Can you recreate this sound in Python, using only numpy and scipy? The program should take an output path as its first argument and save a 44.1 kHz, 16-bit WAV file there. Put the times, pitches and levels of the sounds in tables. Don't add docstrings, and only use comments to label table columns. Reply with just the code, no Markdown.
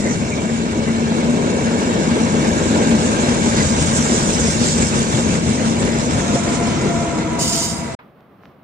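import sys
import numpy as np
from scipy import signal
from scipy.fft import rfft, irfft
from scipy.io import wavfile
from scipy.ndimage import uniform_filter1d, map_coordinates

SR = 44100
rng = np.random.default_rng(int(sys.argv[2]) if len(sys.argv) > 2 else 0)


def dump(signal):
    limited = np.clip(np.atleast_2d(signal).T, -1, 1)
    pcm = np.round(limited * 32767).astype(np.int16)
    wavfile.write(sys.argv[1], SR, pcm)


N = 380583
TIME = np.arange(N) / SR
FREQS = np.maximum(np.fft.rfftfreq(N, 1 / SR), 1)

# (time [s], relative level [dB])
SHAKING = [(0, -19), (0.6, -20.5), (1.4, -16.5), (2.9, -15.5), (3.9, -17.5), (5.1, -18), (5.9, -16.5),
           (7.0, -20.5), (7.95, -28)]
# (nearest [s], half-width [s], relative level [dB])
HEAVY_BOGIES = [(.3, 0.56, -31.5), (3.6, 0.9, -26.5), (5.5, 0.8, -28), (6.8, 0.6, -29.5)]
# (nearest [s], half-width [s], extra level [dB])
ROUGH_WHEELS = [(1.1, 0.2, 0.4), (2.6, 1.6, 1.5), (7.0, 0.67, 1.4)]
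# (frequency [Hz], relative density [dB per Hz])
GIRDER_SPECTRUM = [(20, -33), (33, -13.5), (48, -10.5), (60, -8.5), (78, -1), (115, -4), (150, -1),
                   (200, -11.5), (400, -36.5)]
# (frequency [Hz], width [Hz], relative level [dB])
GIRDER_MODES = [(170, 37, -2), (215, 21, -2), (239.7, 21, -1)]
# (frequency [Hz], relative density [dB per Hz])
ROAR_SPECTRUM = [(170, -30), (270, -5.5), (320, 1), (380, -2.5), (480, -1.5), (620, -5.5), (780, -13.5),
                 (950, -10), (1150, -20), (2000, -47.5)]
# (frequency [Hz], width [Hz], loudest [s], half-width [s], level [dB])
GROANS = [(164, 22, .25, 0.28, -30), (165, 22, 1.6, 0.28, -28), (163.6, 22, 4.75, .3, -26.5),
          (163, 22, 7.25, .3, -30.5), (415, 55, 1.1, 0.32, -29), (290, 30, 2.85, .22, -25.5),
          (560, 66, 3.7, 0.3, -30.5)]
# (time [s], level [dB])
HUM_LEVEL = [(0, -24), (0.41, -40), (0.5, -23), (1.05, -21.5), (1.5, -24.5), (3.1, -25.5), (4.2, -28),
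             (6.2, -28.5), (7.95, -43.5)]
# (frequency [Hz], relative density [dB per Hz])
RAIL_SPECTRUM = [(800, 1.5), (1150, 1), (1350, 1), (1950, -2.5), (2700, -5.5), (3100, -6), (4000, -5),
                 (6000, -20)]
# (frequency [Hz], width [Hz], loudest [s], half-width [s], level [dB])
RAIL_MODES = [(1570, 70, 3.4, 0.94, -34.5), (1674, 120, 2.1, 0.88, -39.5), (2250, 77, 2.5, 2.8, -38),
              (2734, 70, 2.6, 2.7, -42.5), (2200, 400, 6.74, 0.26, -36.5)]
# (nearest [s], half-width [s], relative level [dB])
RUBBING_BOGIES = [(-.1, 0.35, -36), (2.599, 0.77, -35), (4.05, 0.54, -28), (4.65, 0.44, -29),
                  (6.3, 0.45, -33)]
# (frequency [Hz], relative density [dB per Hz])
HISS_SPECTRUM = [(2500, -14.5), (3600, -2.5), (4400, -8.5), (5100, 0.5), (6500, 4), (7250, 6.5),
                 (7950, 0.5), (9000, -1.5), (9600, -20.5), (10000, -13.5), (10800, -64.5), (12600, -21.5),
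                 (15500, -50.5)]
# (centre time [s], pitch [Hz], width [Hz], length [s], level [dB])
SQUEALS = [(0.065, 1960, 200, 0.056, -31.5), (0.127, 7200, 800, 0.038, -36), (0.122, 6040, 500, 0.029, -31),
           (0.331, 2280, 200, 0.014, -27), (0.39, 2270, 180, 0.017, -32.5), (0.69, 1920, 800, .006, -36),
           (0.89, 2050, 100, 0.021, -33), (1.595, 2290, 80, 0.014, -37), (2.535, 2290, 80, .016, -36),
           (2.587, 7100, 400, 0.017, -30), (2.728, 1900, 900, 0.0045, -35), (2.83, 2080, 900, 0.016, -32),
           (3.06, 7250, 1400, 0.042, -27.5), (3.586, 5540, 2210, 0.041, -28.5),
           (3.83, 2450, 120, 0.013, -33), (3.968, 7440, 1200, 0.021, -19.5), (4.06, 7340, 800, 0.028, -26),
           (4.148, 7600, 850, 0.022, -25), (4.407, 7200, 1200, 0.013, -21),
           (4.677, 4560, 1200, 0.087, -28.5), (4.694, 7700, 850, 0.061, -26.5),
           (4.82, 7300, 800, 0.0089, -20), (4.827, 2100, 700, 0.014, -27.5), (5.356, 1800, 800, .005, -25),
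           (5.77, 2270, 90, .016, -36), (5.806, 7800, 900, 0.018, -27), (5.887, 2000, 700, 0.026, -31),
           (6.199, 1590, 700, .007, -23.5), (6.216, 6440, 1500, 0.018, -33), (7.218, 1700, 800, .005, -27),
           (6.55, 6900, 1400, 0.017, -28)]
# (time [s], relative level [dB])
LOUD_KNOCKS = [(1.24, -16.5), (1.957, -15.5), (2.105, -14.5), (2.745, -14.5), (2.908, -13),
               (3.282, -12.5), (3.618, -14.5), (3.807, -16), (4.11, -14), (4.443, -12.5), (4.611, -16),
               (4.932, -15), (5.322, -18), (5.825, -19.5), (5.865, -15.5), (6.522, -20)]
# (frequency [Hz], relative density [dB per Hz])
KNOCK_SPECTRUM = [(40, -13.5), (85, -2), (170, -7), (230, 16.5), (300, -8), (480, -2), (800, -16.5),
                  (2200, -20), (5000, -26), (12000, -72)]
# (time [s], relative level [dB])
CLANKS = [(0.376, -23.5), (0.873, -22), (1.117, -21), (2.159, -17.5), (2.262, -22), (2.336, -15.5),
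          (2.448, -19.5), (2.915, -19.5), (3.459, -15), (3.534, -17), (4.095, -16), (4.479, -21.5),
          (5.18, -16.5), (5.956, -22), (6.355, -17.5), (6.855, -19)]
# (frequency [Hz], relative density [dB per Hz])
CLANK_SPECTRUM = [(270, -3), (350, 2.5), (500, -2.5), (700, -6), (1100, -17.5), (2400, -25.5), (5000, -36)]
# (time [s], relative level [dB])
THUMPS = [(2.51, -24), (3.55, -24), (3.785, -19), (4.395, -21), (5.485, -18.5)]
# (frequency [Hz], relative density [dB per Hz])
THUMP_SPECTRUM = [(40, -10), (60, -1), (85, 2), (120, -7)]
# (multiple of mesh pitch [ratio], width [Hz], loudest [s], half-width [s], relative level [dB])
DRIVE_TONES = [(.47, 18, 7.0, 1.0, -0.5), (.725, 14, 6.6, .4, -11), (1, 20, 7.04, .75, 1.1),
               (1.435, 38, 7.84, .8, -3.5), (1.96, 110, 6.7, 0.78, -8), (3.02, 91, 8.7, .9, -7.5)]
# (frequency [Hz], relative density [dB per Hz])
FAN_SPECTRUM = [(700, 3.0), (1050, 2.0), (1500, -1.0), (2400, -10.5)]
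# (fully open [s], hold [s], relative level [dB])
AIR_PUFFS = [(7.392, 0.02, -22.5), (7.412, 0.079, -20), (7.526, 0.061, -20), (7.617, 0.015, -20)]
# (frequency [Hz], relative density [dB per Hz])
JET_SPECTRUM = [(1760, -38), (3000, -7.5), (3500, -14.5), (4720, -5.5), (5130, -1.5), (5800, -5.5),
                (7080, -1.5), (8120, -8.5), (9650, -15), (11500, -31), (12300, -16), (15500, -33.5)]
# (frequency [Hz], width [Hz], relative level [dB])
JET_MODES = [(3750, 80, -6.5), (5020, 100, -0.5), (5990, 44, -7), (7130, 45, -6), (7430, 40, 4),
             (8400, 50, -1), (9100, 40, -4), (9400, 35, -3)]
# (frequency [Hz], relative density [dB per Hz])
MURMUR_SPECTRUM = [(15, -63), (25, -27), (96, -6.5), (188, 0.5), (322, -6), (648, -8.5), (945, -15),
                   (1170, -11), (1490, -18), (3170, -29.5), (7300, -53), (9050, -50), (11500, -45),
                   (15500, -39)]
# (frequency [Hz], relative density [dB per Hz])
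WASH_SPECTRUM = [(120, -2), (400, -5), (900, 21), (2500, 9), (5000, -12), (6500, -26), (9000, -39)]
# (frequency [Hz], relative density [dB per Hz])
RUSTLE_SPECTRUM = [(1500, -0.5), (5500, -3), (7000, -18)]
# (time [s], centre [Hz], relative peak level [dB])
TICKS = [(8.207, 2400, -46), (8.436, 1000, -32), (8.456, 1400, -29)]
# (frequency [Hz], likeness [0-1])
LIKENESS = [(60, 0.97), (140, 0.96), (280, 0.91), (550, 0.78), (1100, 0.65), (2200, 0.47), (5000, 0.47)]
# (frequency [Hz], left minus right [dB])
BALANCE = [(40, 1), (170, 4), (350, 2), (700, 0.4), (2800, 0.5), (5600, -4.6), (9000, -2.5), (14000, 1)]

BREAK_S, RESUME_S = 7.95, 7.99
TOP_HZ = 15500
TAIL_S, RECEDE_DB_PER_S = 6.83, 4
LAG_MS, LAG_SWING_MS = 0.2945, 0.253
TURN_HZ, TURN_S = 5.91, 5.485
THROB_PEAK_S, THROB_HALF_S, THROB_DEPTH = 5.4, 1.6, 1.7
BOOM_THROB, ROAR_THROB, SCRAPE_THROB = 1.3, 0.8, 1.05
SCRAPE_LAG_S = 0.027
BOOM_SHARE_DB, ROAR_SHARE_DB = -4.7, -6
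HUM_HZ, HUM_WANDER_HZ, HUM_FLUTTER_DB = 228.7, 3.99, 1.8
RING_NEAR_S, RING_HALF_S, RING_DB = 3.83, 2.19, -28
THUD_NEAR_S, THUD_HALF_S, THUD_DB, THUD_SCATTER_DB = 6.1, 1, -16.5, -2
MESH_HZ, SAG_HZ_PER_S, MESH_WAVER_HZ = 693.3, 15, 2
DRIVE_S, DRIVE_DB, DRIVE_HOLD_S = 6.38, -30, 1
DRIVE_RISE_DB_PER_S, DRIVE_FALL_DB_PER_S = 25.5, 8.5
AIR_RISE_DB_PER_S, AIR_FALL_DB_PER_S = 3204, 96
WHISTLE_DB, WHISTLE_FALL_DB_PER_S = -6.5, 63
MURMUR_DB = -48
RUSTLE_S, RUSTLE_HALF_S, RUSTLE_DB = 8.465, .06, -68
FLARE_S, FLARE_HZ = 0.03, 240
RAIL_FLARE_DB, HISS_FLARE_DB, JET_FLARE_DB = 2.3, 2.4, 1.8


def undb(db):
    return 10 ** (np.asarray(db) / 20)


def unit(x):
    return x / np.sqrt(np.mean(x ** 2))


def curve(rows):
    s, db = np.transpose(rows)
    return np.interp(TIME, s, db)


def across(points):
    hz, value = np.transpose(points)
    return np.interp(np.log(FREQS), np.log(hz), value)


def colour(points):
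    low_skirt = np.minimum(FREQS / points[0][0], 1)
    high_skirt = np.minimum(points[-1][0] / FREQS, 1)
    return undb(across(points)) * (low_skirt * high_skirt) ** 4


def resonances(modes):
    power = 0
    for hz, width, db in modes:
        detune = (FREQS / hz - hz / FREQS) * hz / width / 2
        power = power + undb(db) ** 2 / width / (1 + detune ** 2) ** 2
    return np.sqrt(power)


def walk(rate):
    k = int(SR / rate)
    held = np.repeat(rng.standard_normal(N // k + 2), k)
    held = held[rng.integers(k):][:N]
    return unit(uniform_filter1d(uniform_filter1d(held, k), k))


def bell(centre_s, half_width_s, height):
    return height * np.exp(-((TIME - centre_s) / half_width_s) ** 2)


def envelope(full_s, hold_s, rise_db_per_s, fall_db_per_s):
    attack = rise_db_per_s * np.maximum(full_s - TIME, 0)
    release = fall_db_per_s * np.maximum(TIME - full_s - hold_s, 0)
    return -attack - release


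def passing(nearest_s, half_width_s, db, t=TIME):
    return db - 10 * np.log10(1 + ((t - nearest_s) / half_width_s) ** 2)


def receding(t=TIME):
    return -RECEDE_DB_PER_S * np.maximum(t - TAIL_S, 0)


def bogies(rows):
    return 10 * np.log10(sum(undb(passing(*row)) ** 2 for row in rows)) + receding()


def throb(lag_s=0):
    turning = np.cos(2 * np.pi * TURN_HZ * (TIME - TURN_S - lag_s))
    return turning * bell(THROB_PEAK_S, THROB_HALF_S, THROB_DEPTH)


def radiate(response, force=1, lag_ms=.3):
    a, b = rfft(rng.standard_normal((2, N)) * force)
    like = np.clip(across(LIKENESS), 0, .999)
    sides = np.array([[1], [-1]])
    channels = np.sqrt(1 + like) * a + sides * np.sqrt(1 - like) * b
    channels = channels * undb(sides * across(BALANCE) / 2)
    delay = np.exp(-1j * np.pi * FREQS * sides * lag_ms / 1000)
    return unit(irfft(channels * delay * response, N))


def modes_going_by(rows, force, lag_ms):
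    out = 0
    for hz, width, *swell in rows:
        mode = radiate(resonances([(hz, width, 0)]), force, lag_ms)
        out = out + mode * undb(passing(*swell))
    return out


def blows(rows, points, rise_s, decay_s):
    force = np.zeros(N)
    for s, db in rows:
        start = int(s * SR)
        age = TIME[:min(N - start, SR // 2)]
        burst = (1 - np.exp(-age / rise_s)) * np.exp(-age / decay_s)
        force[start:start + len(age)] += undb(db) * burst
    return radiate(colour(points), force, lag_ms=0.22) * np.sqrt(np.mean(force ** 2))


def flare(channels, depth_db):
    hz, s, cells = signal.stft(channels, SR, nperseg=512)
    db = rng.standard_normal(cells.shape[1:])
    db = uniform_filter1d(db, int(FLARE_S / s[1]), axis=1)
    db = unit(uniform_filter1d(db, round(FLARE_HZ / hz[1]), axis=0))
    flared = signal.istft(cells * undb(depth_db * db), SR, nperseg=512)[1]
    return unit(flared[:, :N])


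def bridge(rumble_db, boom_db, roar_db, turn):
    load = undb(BOOM_THROB * turn + .25 * walk(25))
    roar_force = undb(ROAR_THROB * turn + walk(19) + walk(90))
    rumble = radiate(colour(GIRDER_SPECTRUM), load, lag_ms=0.25) * undb(rumble_db + 3.0)
    boom = radiate(resonances(GIRDER_MODES), load, lag_ms=0.36) * undb(boom_db + 1.5)
    roar = radiate(colour(ROAR_SPECTRUM), roar_force, lag_ms=0.28) * undb(roar_db - 0.5)
    groan = modes_going_by(GROANS, load, lag_ms=.3)
    return rumble + boom + groan + roar


def hum():
    phase = 2 * np.pi * np.cumsum(HUM_HZ + HUM_WANDER_HZ * walk(7)) / SR
    balance = undb(np.array([[1.6], [-1.6]]))
    channels = balance * np.sin(phase - np.array([[.5], [0]]))
    return unit(channels) * undb(curve(HUM_LEVEL) + HUM_FLUTTER_DB * walk(14))


def rails(ring_db, turn):
    contact = undb(0.44 * turn + 0.6 * walk(30) + 0.85 * walk(300))
    rush = flare(radiate(colour(RAIL_SPECTRUM), contact, lag_ms=0.41), RAIL_FLARE_DB)
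    ring = modes_going_by(RAIL_MODES, contact, lag_ms=0.45)
    discs = undb(-12.5) * wheel_rings()
    return (undb(1.85) * rush + discs) * undb(ring_db) + ring * undb(receding())


def wheel_rings(count=800):
    out = np.zeros((2, N))
    age = TIME[:SR // 4] - TIME[SR // 8]
    for when, pitch, size, lag in rng.random((count, 4)):
        start = int(when * (N - len(age)))
        hz = 1400 * 2 ** pitch
        phase = 2 * np.pi * (hz * age * (1 - 0.039 * age) + np.array([[0], [lag]]))
        out[:, start:start + len(age)] += size * np.exp(-(age / 0.013) ** 2) * np.sin(phase)
    return unit(out)


def rubbing():
    grains = undb(.3 * walk(14) + .45 * walk(70) + 1.2 * walk(500))
    hiss = colour(HISS_SPECTRUM)
    out = 0
    for s, half_s, db in RUBBING_BOGIES:
        scrape = cross(radiate(hiss, grains, lag_ms=0), s, 2 * half_s)
        out = out + scrape * undb(passing(s, half_s, db))
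    out = flare(out, HISS_FLARE_DB) * np.sqrt(np.mean(out ** 2))
    return out * undb(receding() + SCRAPE_THROB * throb(SCRAPE_LAG_S) + 3.5)


def cross(channels, nearest_s, half_width_s):
    lag = (LAG_MS - LAG_SWING_MS * np.tanh((TIME - nearest_s) / half_width_s)) / 1000
    left = map_coordinates(channels[0], [(TIME - lag) * SR], order=3, mode="mirror")
    return np.array([left, channels[1]])


def squeals():
    contact = radiate(1, lag_ms=0.427)
    out = np.zeros((2, N))
    for s, hz, width_hz, length_s, db in SQUEALS:
        near = np.abs(TIME - s) < 4 * length_s
        count = near.sum()
        mode = np.exp(-((np.fft.rfftfreq(count, 1 / SR) - hz) / width_hz) ** 2)
        swell = np.exp(-((TIME[near] - s) / length_s) ** 2)
        out[:, near] += undb(db) * swell * unit(irfft(rfft(contact[:, near]) * mode, count))
    return out


def knocks():
    s = np.arange(TURN_S % (1 / TURN_HZ), BREAK_S, 1 / TURN_HZ)
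    db = passing(THUD_NEAR_S, THUD_HALF_S, THUD_DB, t=s) + receding(s)
    db = db + THUD_SCATTER_DB * rng.standard_normal(len(s))
    db = db - 3 * ((s - THUD_NEAR_S) / THUD_HALF_S) ** 2
    rows = list(zip(s, db)) + LOUD_KNOCKS
    return undb(2.5) * blows(rows, KNOCK_SPECTRUM, rise_s=0.0036, decay_s=0.027)


def deck():
    clanks = blows(CLANKS, CLANK_SPECTRUM, rise_s=0.0011, decay_s=0.016)
    thumps = blows(THUMPS, THUMP_SPECTRUM, rise_s=0.011, decay_s=0.029)
    return clanks * undb(2.0) + thumps * undb(6.5)


def locomotive():
    sag_hz = SAG_HZ_PER_S * np.maximum(TIME - DRIVE_S, 0)
    mesh_hz = MESH_HZ - sag_hz + MESH_WAVER_HZ * walk(9)
    whine = 0
    for multiple, width_hz, *swell in DRIVE_TONES:
        whine = whine + undb(passing(*swell)) * tone(multiple * mesh_hz, width_hz)
    fans = undb(-4) * radiate(colour(FAN_SPECTRUM), lag_ms=0.072)
    db = DRIVE_DB + envelope(DRIVE_S, DRIVE_HOLD_S, DRIVE_RISE_DB_PER_S, DRIVE_FALL_DB_PER_S)
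    return (whine + fans) * undb(db)


def tone(hz, width_hz):
    shared, left, right = (walk(2 * width_hz) + 1j * walk(2 * width_hz) for _ in range(3))
    phase = 2 * np.pi * np.cumsum(hz) / SR
    smear = shared + 0.73 * np.array([left, right])
    return unit(np.real(smear * np.exp(1j * phase)))


def air_release():
    sputter = undb(0.8 * walk(90) + 1.3 * walk(700))
    comb = echoes(.28, .006)
    jet = flare(radiate(colour(JET_SPECTRUM) * comb, sputter, lag_ms=0.13), JET_FLARE_DB)
    whistle = radiate(resonances(JET_MODES), lag_ms=0.08)
    jet = undb(-0.5) * jet * puffs(AIR_FALL_DB_PER_S)
    return jet + undb(WHISTLE_DB) * whistle * puffs(WHISTLE_FALL_DB_PER_S)


def puffs(fall_db_per_s):
    levels = [db + envelope(s, hold_s, AIR_RISE_DB_PER_S, fall_db_per_s) for s, hold_s, db in AIR_PUFFS]
    return undb(np.max(levels, axis=0))


def echoes(strength, longest_s, count=6):
    comb = 1
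    for late in rng.random(count):
        delay_s = longest_s * (1 + late) / 2
        comb = comb + strength * np.exp(-2j * np.pi * FREQS * delay_s)
    return np.abs(comb)


def trackside():
    murmur = radiate(colour(MURMUR_SPECTRUM), undb(1.1 * walk(26)), lag_ms=0) * undb(MURMUR_DB)
    wash = blows([(RESUME_S, -41)], WASH_SPECTRUM, rise_s=0.00027, decay_s=0.029)
    rustle = radiate(colour(RUSTLE_SPECTRUM), undb(2.5 * walk(120)), lag_ms=0)
    rustle = rustle * bell(RUSTLE_S, RUSTLE_HALF_S, undb(RUSTLE_DB))
    balance = undb(np.array([[-1.2], [1.2]]))
    return (murmur + wash + rustle + ticks()) * balance


def ticks():
    out = 0
    for s, hz, db in TICKS:
        snap = irfft(np.exp(-(np.log2(FREQS / hz) / 1.2) ** 2), N)
        out = out + undb(db) * np.roll(snap / snap.max(), int(s * SR))
    return out


def scene():
    turn = throb()
    shake_db = curve(SHAKING)
    roar_db = shake_db + ROAR_SHARE_DB + sum(bell(*row) for row in ROUGH_WHEELS)
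    ring_db = passing(RING_NEAR_S, RING_HALF_S, RING_DB) + receding()
    span = bridge(bogies(HEAVY_BOGIES), shake_db + BOOM_SHARE_DB, roar_db, turn) + hum()
    wheels = rails(ring_db, turn) + rubbing() + squeals() + knocks() + deck()
    train = span + wheels + locomotive() + air_release()
    before = uniform_filter1d(1. * (TIME < BREAK_S), size=128)
    after = uniform_filter1d(1. * (TIME > RESUME_S), size=128)
    return train * before + trackside() * after


def record(dry):
    return signal.sosfilt(signal.ellip(8, .2, 70, TOP_HZ, fs=SR, output="sos"), dry)


dry = scene()
out = record(dry)
dump(out)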